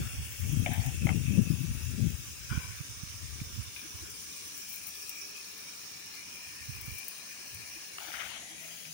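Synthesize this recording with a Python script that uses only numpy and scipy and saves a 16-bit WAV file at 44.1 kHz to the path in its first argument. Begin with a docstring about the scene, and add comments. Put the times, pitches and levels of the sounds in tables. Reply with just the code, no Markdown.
"""A lawn by a tiled terrace: a pop-up sprinkler hisses as its jet breaks into droplets, and spits when
air pockets pop at the nozzle. The hiss changes colour as a hand-held camera pans and finally tilts down.
Gusts rumble and thump on the two microphone ports, shoe soles scuff over grit and knock on the tiles,
a far pump hums and a bird chirps faintly."""
import sys
import numpy as np
from scipy import signal
from scipy.fft import rfft, irfft, next_fast_len
from scipy.io import wavfile
from scipy.ndimage import uniform_filter1d

SR = 44100
rng = np.random.default_rng(int(sys.argv[2]) if len(sys.argv) > 2 else 0)


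def transcribe(u):
    """Save the signal u as a 16-bit wav file named by the first command-line argument.

    u: samples, shape (n,) or (channels, n), limited to [-1, 1]; the rate is SR.
    q: integer samples, one column per channel.
    """
    v = np.clip(np.atleast_2d(u).T, -1, 1)
    q = np.round(v * 32767).astype(np.int16)
    wavfile.write(sys.argv[1], SR, q)


N = 394165

# strength of the wind: (time [s], left port [dB], right port [dB])
GUSTS = [(0, -21.5, -30.5), (.09, -50, -44), (.19, -42, -37.5), (.33, -49, -51), (.5, -31, -40),
         (.7, -31, -48), (.99, -33, -44), (1.08, -28.5, -45), (1.27, -31.5, -50), (1.39, -21, -41),
         (1.55, -35.5, -58), (1.8, -36.5, -48), (2.04, -26, -57), (2.27, -48, -48.5), (2.45, -51, -61),
         (2.52, -54, -31), (2.63, -54, -38.5), (2.75, -63, -48), (3.06, -61, -48), (3.33, -38, -57.5),
         (3.6, -62, -34.5), (3.72, -65, -59.5), (4.0, -61, -56), (4.85, -69, -75), (5.5, -82, -102),
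         (6.62, -100, -59), (6.72, -70, -45.5), (6.94, -56, -45), (7.02, -75, -82), (7.47, -82, -77),
         (7.56, -53, -51.5), (7.72, -80, -64), (8.2, -63, -81), (8.94, -81, -73)]


def gain_of(db):
    """Decibels to a factor."""
    return 10 ** (np.asarray(db) / 20)


def evened(x):
    """Scales to rms 1."""
    return x / np.sqrt(np.mean(abs(x) ** 2) + 1e-20)


def smoothed(x, *sizes, across=1):
    """Moving averages along time, then across frequency bins; scaled to rms 1."""
    for size in sizes:
        x = uniform_filter1d(x, size, 0)
    return evened(uniform_filter1d(x, across))


def read(points, hz):
    """Columns of a spectrum table on a log-frequency axis."""
    f, *columns = np.transpose(points)
    return np.array([np.interp(np.log(hz + 1), np.log(f), c) for c in columns])


def follow(rows, t):
    """Columns of a curve table at the times t."""
    s, *columns = np.transpose(rows)
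    return np.array([np.interp(t, s, c) for c in columns])


def coloured(x, points):
    """Filters x by a spectrum table."""
    size = next_fast_len(N)
    curve_db = read(points, np.fft.rfftfreq(size, 1 / SR))[0]
    return irfft(rfft(x, size) * gain_of(curve_db), size)[:N]


def lumps(per_s):
    """Slow random curve of rms 1."""
    pole = np.exp(-per_s * 2 * np.pi / SR)
    return evened(signal.lfilter([1], [1, -2 * pole, pole ** 2], rng.standard_normal(N)))


def add(mix, s, sound):
    """Mixes a stereo sound in at s seconds."""
    at = round(s * SR)
    part = mix[:, max(at, 0):at + sound.shape[1]]
    part += sound[:, max(-at, 0):][:, :part.shape[1]]


def sides(left_db):
    """Gains of the two ports for a left-over-right difference."""
    return 2 * np.array([[gain_of(left_db)], [1]]) / (1 + gain_of(left_db))


def spray_colour(t, hz, aim):
    """EQ of the hiss at each port in dB: it morphs with the aim while rings glide through it."""
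    # tone at each port: (frequency [Hz], facing away [dB], half turned [dB], facing the jet [dB],
    # tilted down [dB])
    left_port = [(398, 6.5, 6.5, 5, 6), (800, 1, -4, -2.5, -4), (1230, -2, 1.5, 1, -1),
                 (1980, 5.5, 1, 5, 11), (2420, 8.5, 5, 6, 11.5), (2920, 2, 6, 3, 9.5),
                 (3200, 12.5, 5, 4.5, 7), (3480, 5, 10, 1.5, 2), (3800, 1.5, 6, 6.5, 2),
                 (4850, 0.5, 5.5, 8.5, 4.5), (5500, 1, 7, 5.5, 0), (6360, 6, 6.5, 5.5, 9),
                 (7300, 8.5, 8.5, 3.5, 6.5), (7800, 6, 5, 2.5, 3), (9610, 9.5, 10, 10, 11),
                 (10700, 1.5, 2.5, 1.5, 8), (13600, -3.5, -3.5, -7, -7), (14000, -1, -13, -11, -7),
                 (15070, 10, 13.5, 11.5, 14.5), (16900, 13, -9, 6, 2)]
    right_port = [(382, 4, 4.5, 3, 7.5), (750, -6, -4.5, -2, -4), (1680, 5.5, 9, 4.5, -2.5),
                  (2630, 16.5, 8.5, 0, -2), (3470, 1.5, 2.5, -3.5, 5), (3920, -20, -25, -12, 7),
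                  (4810, 3, 11.5, 6, 4), (5250, 13.5, 8.5, 6, 8), (6730, 9, 10, 8, 11),
                  (7400, 1, -2, 4, -1), (7700, 0, -21, -10, -6), (9400, -5, -11, -16, -12),
                  (11200, -21, -23, -18, -20), (14000, -18, -13, -22, -20), (15200, -4, -10, -8, -14),
                  (16200, -16, -24, 6, -8)]
    # steady rings and trim, a row per aim: (left ring [dB], right ring [dB], spray level [dB])
    rings = [(1, -1, -2), (-2.5, -1.5, -2.5), (3.5, 13, -1.98), (-2.5, 5, -1.5)]
    # main ring of the hiss on the left: (time [s], pitch [Hz], boost [dB])
    main_ring = [(0, 2620, 7), (.25, 2870, 12), (.6, 2620, 10.5), (1.25, 2620, 16.5), (1.6, 2580, 10),
                 (2.2, 2700, 4), (2.45, 2600, 3), (3.0, 2470, 4), (3.6, 2370, 2), (4.4, 2410, 10.5),
                 (5.2, 2470, 12), (5.9, 2430, 8.5), (6.4, 2420, 14), (6.9, 2380, 15.5), (7.8, 2390, 11.5),
                 (8.1, 2270, 5), (8.45, 2340, -6), (8.6, 2240, -1), (8.94, 2260, -8)]
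    # the jet sweeping round: (time [s], broad right ring [Hz], its boost [dB], left treble [dB])
    sweep = [(0, 6160, -1, 0.5), (.8, 6400, 5.5, 1), (1.8, 5660, 2.5, 0), (2.6, 5780, 5, -0.5),
             (3.4, 5630, 7.5, -2), (4.0, 5650, 8.5, 0), (4.6, 5660, 10, 1), (5.1, 5700, 10, 0),
             (5.4, 5600, 9, -1.5), (6.3, 5630, 9, -2), (6.9, 5640, 8.5, -0.5), (7.8, 5630, 9.5, -1),
             (8.3, 5900, 3.5, -1.5), (8.94, 6260, -1, -2)]
    # nozzle whistle on the right: (time [s], pitch [Hz], boost [dB])
    whistle = [(0, 6200, 0), (2.2, 6150, 2), (3.8, 5800, 2), (5.1, 5560, 2), (5.5, 5450, 5), (5.9, 5400, 6),
               (6.4, 5350, 5.5), (7.0, 5300, 2), (7.8, 5300, 2), (8.2, 5450, 0), (8.94, 5450, 0)]
    # inverted ground echo that combs the left mids: (time [s], delay [ms], level [dB])
    ground_echo = [(0, 0.98, 3), (.8, 0.97, -11), (2.5, 0.89, 1), (3.5, 0.9, -12), (4.6, 0.87, -4),
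                   (5.4, 0.88, -29), (6.4, 0.86, -19), (6.9, .85, -14), (7.9, 0.86, -6), (8.15, 0.72, 2),
                   (8.45, 0.8, 0), (8.62, 0.62, -5), (8.94, 0.93, -5)]
    # brief dip on the left as the camera swings down: (frequency [Hz], gain [dB])
    dip = [(3300, 0.5), (4300, -4), (5000, -8), (5700, -9), (6300, 1), (13000, -2.5), (15000, -14)]
    # body of the hiss below about 1500 Hz: (time [s], gain [dB])
    low_hiss = [(0, 1.5), (1.5, 1), (2.5, 0), (3.6, 1.5), (4.4, 0), (5.0, -1.5), (5.7, 0.5), (6.5, 0),
                (7.4, 1), (8.2, 0), (8.94, -0.5)]
    f = hz[:, None]

    def bell(centre_hz, width_hz):
        return np.exp(-((f - centre_hz) / width_hz) ** 2)

    blend = np.clip(1 - abs(aim - np.arange(4)[:, None]), 0, 1)
    left_ring_db, right_ring_db, trim_db = np.transpose(rings) @ blend
    ring_hz, ring_db = follow(main_ring, t)
    broad_hz, broad_db, treble_db = follow(sweep, t)
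    whistle_hz, whistle_db = follow(whistle, t)
    echo_ms, echo_db = follow(ground_echo, t)
    echo = gain_of(echo_db) * bell(5300, 2600) * np.exp(-2j * np.pi * f * echo_ms / 1000)
    gurgle_pitch, gurgle_level = (smoothed(r, 9, 9) for r in rng.standard_normal((len(t), 2)).T)

    left = read(left_port, hz).T @ blend + left_ring_db * bell(1700, 180)
    left += (ring_db + 1.3 * gurgle_level) * bell(ring_hz + 45 * gurgle_pitch, 180)
    left += 20 * np.log10(abs(1 - echo) + 0.32)
    left += read(dip, hz).T * np.exp(-((t - 8.45) / .14) ** 4)
    left += treble_db * np.clip(f / 1000 - 6, 0, 1)
    right = read(right_port, hz).T @ blend + right_ring_db * bell(2800, 180)
    right += broad_db * bell(broad_hz, 550) + whistle_db * bell(whistle_hz, 170)
    body_db = follow(low_hiss, t) * np.clip(2 - f / 1000, 0, 1)
    return np.array([left, right]) + trim_db + body_db


def spray(base_db=-74, patchy_db=1.25, flicker_db=1.2, streak_db=2.0):
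    """Hiss of jet and droplets; each port colours it, and the left hears it late by several paths."""
    # camera move: (time [s], aim [0 away, 1 half turned, 2 at the jet, 3 down], left delay [ms])
    camera_move = [(0, 0, .63), (.8, .1, .68), (2.5, .8, .76), (3.5, 1, .8), (4.6, 1.6, .86),
                   (5.4, 1.8, .91), (6.5, 2, .96), (7.9, 2, 1.02), (8.15, 3, 1.12), (8.45, 3, 1.16),
                   (8.62, 3, 1.18), (8.94, 3, 1.22)]
    # paths round hand and body to the left port: (delay [ms], gain [factor], moves with the aim [0/1])
    arrivals = [(0, 0.78, 1), (-.27, -0.26, 1), (.19, 0.025, 1), (1.589, -0.25, 0), (1.809, 0.73, 0),
                (1.969, -0.71, 0)]
    # hiss common to both ports: (frequency [Hz], share of power [0-1])
    common = [(300, 0.95), (900, 0.3), (2300, 0.79), (3800, 0.17), (5500, 0.17), (8000, 0.24),
              (15000, 0.25)]
    t, hz = np.arange(N // 256 + 5) * 256 / SR, np.fft.rfftfreq(1024, 1 / SR)
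    aim, lag_ms = follow(camera_move, t)
    noise = rng.standard_normal((len(t), 513, 11)).T
    jet, left_only, right_only = noise[0:6:2] + 1j * noise[1:6:2]
    paths = sum(gain * np.exp(-2j * np.pi * hz[:, None] * (ms + moves * lag_ms) / 1000)
                for ms, gain, moves in arrivals)
    share = read(common, hz).T
    hiss = np.sqrt(share) * np.array([jet * paths / abs(paths), jet])
    hiss += np.sqrt(1 - share) * np.array([left_only, right_only])

    patches = smoothed(noise[6].T, 7, across=12).T
    # reflections from lawn and walls: narrow ripples that drift as the camera moves
    ripples_db = np.array([db * smoothed(uniform_filter1d(r.T, 4), 150, across=4).T
                           for db, r in zip((1, .5), noise[7:9])])
    # narrow streaks that come and go in the hiss
    streaks = np.array([smoothed(r.T, 24, across=3).T for r in noise[9:]])
    # the jet breaks up unevenly, which is heard most in the highest treble
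    flicker = smoothed(rng.standard_normal(len(t)), 6) * np.clip(hz / 15000, 0, 1)[:, None] ** 2
    texture_db = patchy_db * patches + ripples_db + flicker_db * flicker + streak_db * streaks
    hiss *= gain_of(base_db + spray_colour(t, hz, aim) + texture_db)
    return signal.istft(hiss, nperseg=1024, noverlap=768)[1][:, :N]


def wind(lumpy_db=3.0):
    """Turbulence rumbles separately on each port and brightens as it blows harder."""
    # tone of weak and of strong wind: (frequency [Hz], level [dB])
    breeze = [(25, -23), (60, -1.5), (90, 0), (140, -11), (250, -29.5), (500, -90), (1000, -82)]
    gale = [(25, -50), (60, -6), (110, 8), (220, 2), (330, -12.5), (600, -27), (1200, -76)]
    out = np.zeros((2, N))
    for port, gust_db in enumerate(follow(GUSTS, np.arange(N) / SR)):
        level_db = gust_db + lumpy_db * np.minimum(lumps(per_s=25), 1.6)
        force = np.clip((level_db + 51) / 26, 0, 1) ** 2
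        weak, strong = (evened(coloured(rng.standard_normal(N), tone)) for tone in (breeze, gale))
        out[port] = gain_of(level_db) * (np.sqrt(1 - force ** 2) * weak + force * strong)
    return out


def small_eddies(count=160):
    """Rows for lesser thumps at random moments, scaled to the wind at their port."""
    when, side, size, pitch, length = rng.random((count, 5)).T
    s, port = when * N / SR, np.round(side)
    left_db, right_db = follow(GUSTS, s)
    db = np.where(port, right_db, left_db) - 1.5 + 13 * size
    hz, ms = np.interp(pitch, (0, 1), (78.5, 130)), np.interp(length, (0, 1), (5.4, 22))
    return list(zip(s, db, hz, ms, port))


def thumps(glide=0.262):
    """Eddies burst on one port: a short low pressure swing, with more octave snap when loud."""
    # strongest eddies, and a few faint low plops near 300 Hz: (time [s], level [dB], pitch [Hz], half length
    # [ms], port [0 left, 1 right])
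    big_eddies = [(0.068, -27.5, 111, 11, 0), (0.193, -26.5, 85.7, 16, 1), (0.207, -25.5, 97.5, 9.2, 0),
                  (0.404, -27, 101, 7.6, 0), (0.433, -23, 89.5, 19, 0), (0.535, -21.5, 147.4, 19, 0),
                  (0.602, -16, 117.4, 11, 0), (0.691, -15, 124.5, 1.5, 0), (0.794, -28, 129.6, 8.8, 0),
                  (0.88, -22.5, 130, 24, 0), (1.009, -32, 156, 3.9, 0), (1.057, -11, 120.4, 4.3, 0),
                  (1.118, -21, 136.7, 2.1, 0), (1.257, -20, 114, 6.2, 0), (1.282, -18, 120.4, 8.4, 0),
                  (1.308, -19, 151.5, 2.5, 0), (1.339, -27, 183, 12.4, 0), (1.377, -17, 165, 2.4, 0),
                  (1.394, -15.5, 183, 6.6, 0), (1.507, -12, 135.6, 5.4, 0), (1.536, -21.5, 144, 11, 0),
                  (1.612, -20, 130, 9.9, 0), (1.646, -24.5, 166, 15, 0), (1.716, -27, 112, 9, 1),
                  (1.754, -22, 88, 4.8, 0), (1.879, -30, 119.4, 30, 0), (2.019, -19.5, 115, 11, 0),
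                  (2.069, -17.5, 142.4, 6.8, 0), (2.106, -22.5, 130, 2.8, 0), (2.139, -29, 82, 20, 0),
                  (2.516, -22.5, 114.7, 7.1, 1), (2.578, -17.5, 103.3, 4.1, 1), (2.811, -30.5, 140.4, 9, 1),
                  (3.036, -27, 113, 3.9, 1), (3.236, -32.5, 89.5, 16, 0), (3.417, -24, 125.6, 3.8, 1),
                  (3.592, -26.5, 105, 19.6, 1), (3.858, -48.5, 319, 14, 0), (3.953, -36.5, 87, 14, 1),
                  (4.036, -43.5, 335, 8.9, 0), (4.028, -39, 77, 21, 1), (6.696, -29.5, 122.3, 9.8, 1),
                  (6.881, -28.5, 104, 4, 1), (7.771, -47.5, 322, 11, 0), (8.086, -48, 316, 13, 0),
                  (8.53, -53, 322, 41, 0)]
    out, t = np.zeros((2, N)), np.arange(-2000, 2000) / SR
    for s, db, hz, ms, port in small_eddies() + big_eddies:
        phase, bend = rng.random(2)
        shape = np.exp(-(1000 * t / ms) ** 2)
        cycles = np.cumsum(hz * (1 + glide * bend * (shape - .9))) / SR + phase  # quickest at the peak
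        snap = gain_of(-2 + 0.52 * db) * shape * np.sin(4 * np.pi * (cycles + bend))
        thump = gain_of(db) * shape * (np.sin(2 * np.pi * cycles) + snap)
        add(out, s + t[0], thump * (np.arange(2)[:, None] == port))
    return out


def scuff(length, level_db, left_db, low_db, second_db, top_db, pitch, widen, grains_per_s=12000):
    """Grit clicks through the resonances of the tiles; the stroke bites quickly, judders and trails off."""
    # tiles under the sole: (frequency [Hz], width [Hz], level [dB])
    tile_modes = [(770, 330, 4), (1544, 910, 9.5), (2365, 960, 7), (3300, 2000, 9.5)]
    u = np.arange(0, length, 1 / SR) / length
    chance, size, sign, slip = rng.random((round(.4 * SR), 4))[:len(u)].T
    grit = (chance < grains_per_s / SR) * np.sign(sign - .5) * gain_of(-2 * np.log(size + 0.0041))
    grit = signal.sosfilt(signal.butter(6, 3500, fs=SR, output="sos"), grit)  # rubber damps the treble
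    rub = 0
    for (hz, width, db), trim_db in zip(tile_modes, (low_db, second_db, 0, top_db)):
        mode = signal.iirpeak(hz * pitch, hz * pitch / (width * widen), SR)
        rub += gain_of(db + trim_db) * evened(signal.lfilter(*mode, signal.lfilter(*mode, grit)))
    judder_db = 1.4 * smoothed(slip - .5, 250, 250)
    ramps = np.minimum(np.minimum(u / 0.11, 20 * (1 - u)), 1)
    stroke = ramps * gain_of(level_db - 14 * u ** 2 + judder_db)
    return stroke * evened(rub) * sides(left_db)


def shoes(rise_s=.0007, walls_db=-9, walls_t60=0.13):
    """Knocks ring the sole and nearby walls answer; scuffs drag it over grit."""
    # sole hits: (time [s], level [dB], left over right [dB], low-mode trim [dB], pitch [factor])
    knocks = [(0.6605, -21.5, 8, -42, 1.1), (.672, -48, 7, -17, 1.1), (.742, -37, 8, -30, 1.23),
              (1.068, -25.5, 6, -25, 0.98), (1.0897, -22, 7, -25, 0.99), (1.101, -33, 0, -14, 0.81),
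              (3.401, -36, 2, -36, 1.12), (3.762, -34, 10, -30, 1.17), (7.9829, -32, 0, -20, 1.3),
              (7.9856, -41, 10, -14, 0.9), (8.002, -37, 6, -24, 1.33), (7.9828, -39.5, 29, -12, 0.89),
              (8.117, -40, 10, -14, 1.35), (8.141, -44, 10, -10, 1.07), (8.153, -42, 12, -15, 1.4),
              (8.202, -35, 14, -20, 1.16), (8.207, -31, 14, -20, 0.9), (8.211, -41, 14, -10, 1.5),
              (8.218, -34, 12, -15, 0.9), (8.851, -38, 12, -30, 1.18)]
    # ring of the sole: (frequency [Hz], level [dB], t60 [s])
    sole_modes = [(745, -21, 0.056), (1396, 18, 0.017), (2140, 5, 0.011), (3180, -15, 0.038)]
    # sole drags: (start [s], length [s], level [dB], left over right [dB], lowest mode [dB],
    # second mode [dB], top mode [dB], pitch [factor], mode width [factor])
    scuffs = [(0, 0.19, -52.5, 6, 5, 12, 0, 0.88, 0.57),
              (0.657, 0.039, -36.5, 11, 7.5, -12, -8, 0.87, 0.72),
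              (0.683, 0.25, -44.5, 11, 5.5, -20, -4, 1, 0.56),
              (0.707, 0.082, -45, 9, -27, 10, 2, 1.15, 0.44),
              (0.797, 0.125, -51, 7, -27, 11, -11, 1.18, 0.32),
              (1.063, 0.027, -39.5, 19, 18, 8, -10, 0.98, 0.92),
              (1.082, 0.056, -41.5, 10, 7, -16, -15, 0.93, 1.2), (2.49, .1, -42, 18, -27, 13, 0, 0.94, 0.3),
              (2.49, .27, -54, 18, 16, -14, -20, 1.33, 0.6),
              (2.484, .32, -48.5, 12, -27, -5, -10, 0.99, 0.2),
              (3.763, 0.069, -46.5, 9, -27, -20, -16, 1.04, 0.25),
              (7.981, 0.32, -49.5, 21, 3, 1, 1, 1.02, 1.0),
              (8.116, 0.19, -42.5, 14, -2, 7.5, -7, 1.13, 1.5),
              (8.193, 0.043, -40, 14, -9, -9, -2, 0.92, 1.1), (8.218, 0.19, -48, 21, -4, -5, -4, 1.02, 1.2),
              (8.286, 0.14, -48, 25, -3.5, -5, -1.5, 1.33, 1.25),
              (8.335, 0.1, -50, 26, -1.5, -5.5, -6, 0.98, 1.34),
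              (8.395, 0.054, -59, 20, -27, -27, 17, 1.2, 0.3),
              (8.386, 0.21, -60, 17, 18, -16, -10, 0.97, 0.62),
              (8.598, 0.21, -59, 17, 13, 1, -6, 0.85, 0.28)]
    out, t = np.zeros((2, N)), np.arange(2600) / SR
    for s, db, left_db, low_db, pitch in knocks:
        ring = sum(gain_of(mode_db + low_db * (hz < 1500) - 60 * t / t60)
                   * np.sin(2 * np.pi * hz * pitch * t) for hz, mode_db, t60 in sole_modes)
        add(out, s, gain_of(db) * ring * np.minimum(t / rise_s, 1) * sides(left_db))
    tail = rng.standard_normal((2, 6000)) * gain_of(-60 * np.arange(6000) / SR / walls_t60)
    out += gain_of(walls_db) * signal.oaconvolve(out, tail / np.linalg.norm(tail[0]), axes=1)[:, :N]
    for s, *stroke in scuffs:
        add(out, s, scuff(*stroke))
    return np.array([np.roll(out[0], 60), out[1]])  # the left port is farther from the feet


def pump(hum_hz=82):
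    """A far pump's hum and its octave, wavering in pitch and level."""
    # swell of the hum: (time [s], fundamental [dB], octave [dB])
    swell = [(0, -75, -79), (2.3, -72, -70), (3.4, -73, -77), (6.3, -73, -78), (6.5, -82, -82),
             (8.47, -82, -80), (8.53, -82, -64), (8.6, -82, -67), (8.68, -82, -61), (8.78, -82, -68),
             (8.86, -82, -67), (8.94, -82, -55)]
    cycles = np.cumsum(hum_hz * (1 + 0.0205 * lumps(per_s=8.34))) / SR
    low_db, octave_db = follow(swell, np.arange(N) / SR) - 0.5 * lumps(per_s=34)
    hum = gain_of(low_db) * np.sin(2 * np.pi * cycles) + gain_of(octave_db) * np.sin(4 * np.pi * cycles)
    return np.sqrt(2) * np.array([np.roll(hum, 44) * gain_of(1.5), hum * gain_of(-1.5)])


def bird(rough_hz=90):
    """Short chirps from far off on the left, made husky by a fast pitch wobble."""
    # calls: (time [s], length [s], start pitch [Hz], end pitch [Hz], level [dB])
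    chirps = [(0.167, 0.029, 5300, 5250, -56), (0.8, .04, 4460, 4500, -52)]
    out = np.zeros((2, N))
    for s, length, from_hz, to_hz, db in chirps:
        u = np.arange(0, length, 1 / SR) / length
        wobble = smoothed(rng.standard_normal(round(.1 * SR)), 60)[:len(u)]
        hz = from_hz + (to_hz - from_hz) * u + rough_hz * wobble
        tone = np.sin(2 * np.pi * np.cumsum(hz) / SR)
        add(out, s, gain_of(db) * np.sin(np.pi * u ** 0.43) * tone * sides(left_db=14))
    return out


def spits(small_db=-47.5, per_s=90, burst_t60=.028, fizz_t60=.08):
    """Air pockets pop at the nozzle: a sharp tick with a short fizz; small ones crowd round the large."""
    # strongest pops: (time [s], level [dB])
    big_pops = [(0.3098, -31), (0.3886, -31), (0.5677, -32), (0.5887, -31), (0.6361, -31), (4.470, -30),
                (4.474, -30), (4.603, -31), (4.686, -29), (4.735, -25), (4.739, -26), (4.880, -28),
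                (5.018, -31), (5.078, -30), (6.9138, -30), (7.0431, -29), (0.403, -23), (0.4778, -26),
                (0.5222, -23), (0.7333, -20), (0.8609, -20), (2.1021, -28), (4.101, -25), (4.371, -27),
                (4.5757, -21), (4.6907, -28), (4.7266, -22), (4.7571, -27), (4.777, -27), (4.868, -17.5),
                (5.0925, -15.5), (5.3073, -32), (5.5782, -29), (6.762, -30), (6.8109, -22.5), (6.8588, -25),
                (6.9476, -25), (6.979, -27), (6.984, -23), (7.0815, -16.5), (7.2908, -34), (7.5457, -23)]
    # tone of the tick and of the fizz: (frequency [Hz], gain [dB])
    tick_tone = [(2000, -48), (6000, 12), (10500, 21), (13000, 21), (15300, 33), (17000, 23)]
    fizz_tone = [(2000, -60), (6000, 2), (10500, 14), (13000, 10), (15300, 22), (17000, 28)]
    # the right port hears them weaker: (frequency [Hz], gain against the left [dB])
    right_shade = [(2000, -21), (6000, -8), (8500, -30), (13500, -26), (15300, -14)]
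    # mean peak of the two ports, one nearly deaf to the tick
    tick_peak = coloured(signal.unit_impulse(N, 999), tick_tone).max() / 2
    pops = np.zeros(N)
    for s, db in big_pops:
        pops[round((s + .001) * SR)] = gain_of(db) / tick_peak
    crowding = .4 + smoothed(pops, 9000, 9000)
    small = gain_of(small_db + 4 * np.minimum(rng.exponential(1, N), 3.5)) / tick_peak
    pops += small * (rng.random(N) < crowding * per_s / SR)
    t = np.arange(4000) / SR
    decay = gain_of(-14 - 60 * t / burst_t60) + gain_of(-25 - 60 * t / fizz_t60)
    fizz = signal.oaconvolve(pops, decay)[:N] * rng.standard_normal(N)
    ticks = gain_of(-4) * pops * rng.choice([-1, 1], N)
    left = coloured(ticks, tick_tone) + coloured(fizz, fizz_tone)
    return np.array([np.roll(left, 36), coloured(left, right_shade)])


def scene():
    """Sprinkler, shoes and bird pass the microphone's bass roll-off; wind and hum join after it."""
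    roll_off = signal.butter(2, 130, "high", fs=SR, output="sos")
    air = signal.sosfilt(roll_off, spray() + spits() + shoes() + bird())
    return air + wind() + thumps() + pump()


def record(dry):
    """A 45 Hz rumble filter, then a steep band limit at 15850 Hz."""
    cut = signal.sosfilt(signal.butter(2, 45, "high", fs=SR, output="sos"), dry)
    band_limit = signal.firwin(1023, 15850, window=("kaiser", 9), fs=SR)
    return signal.oaconvolve(cut, band_limit[None], "same")


dry = scene()
out = record(dry)
transcribe(out)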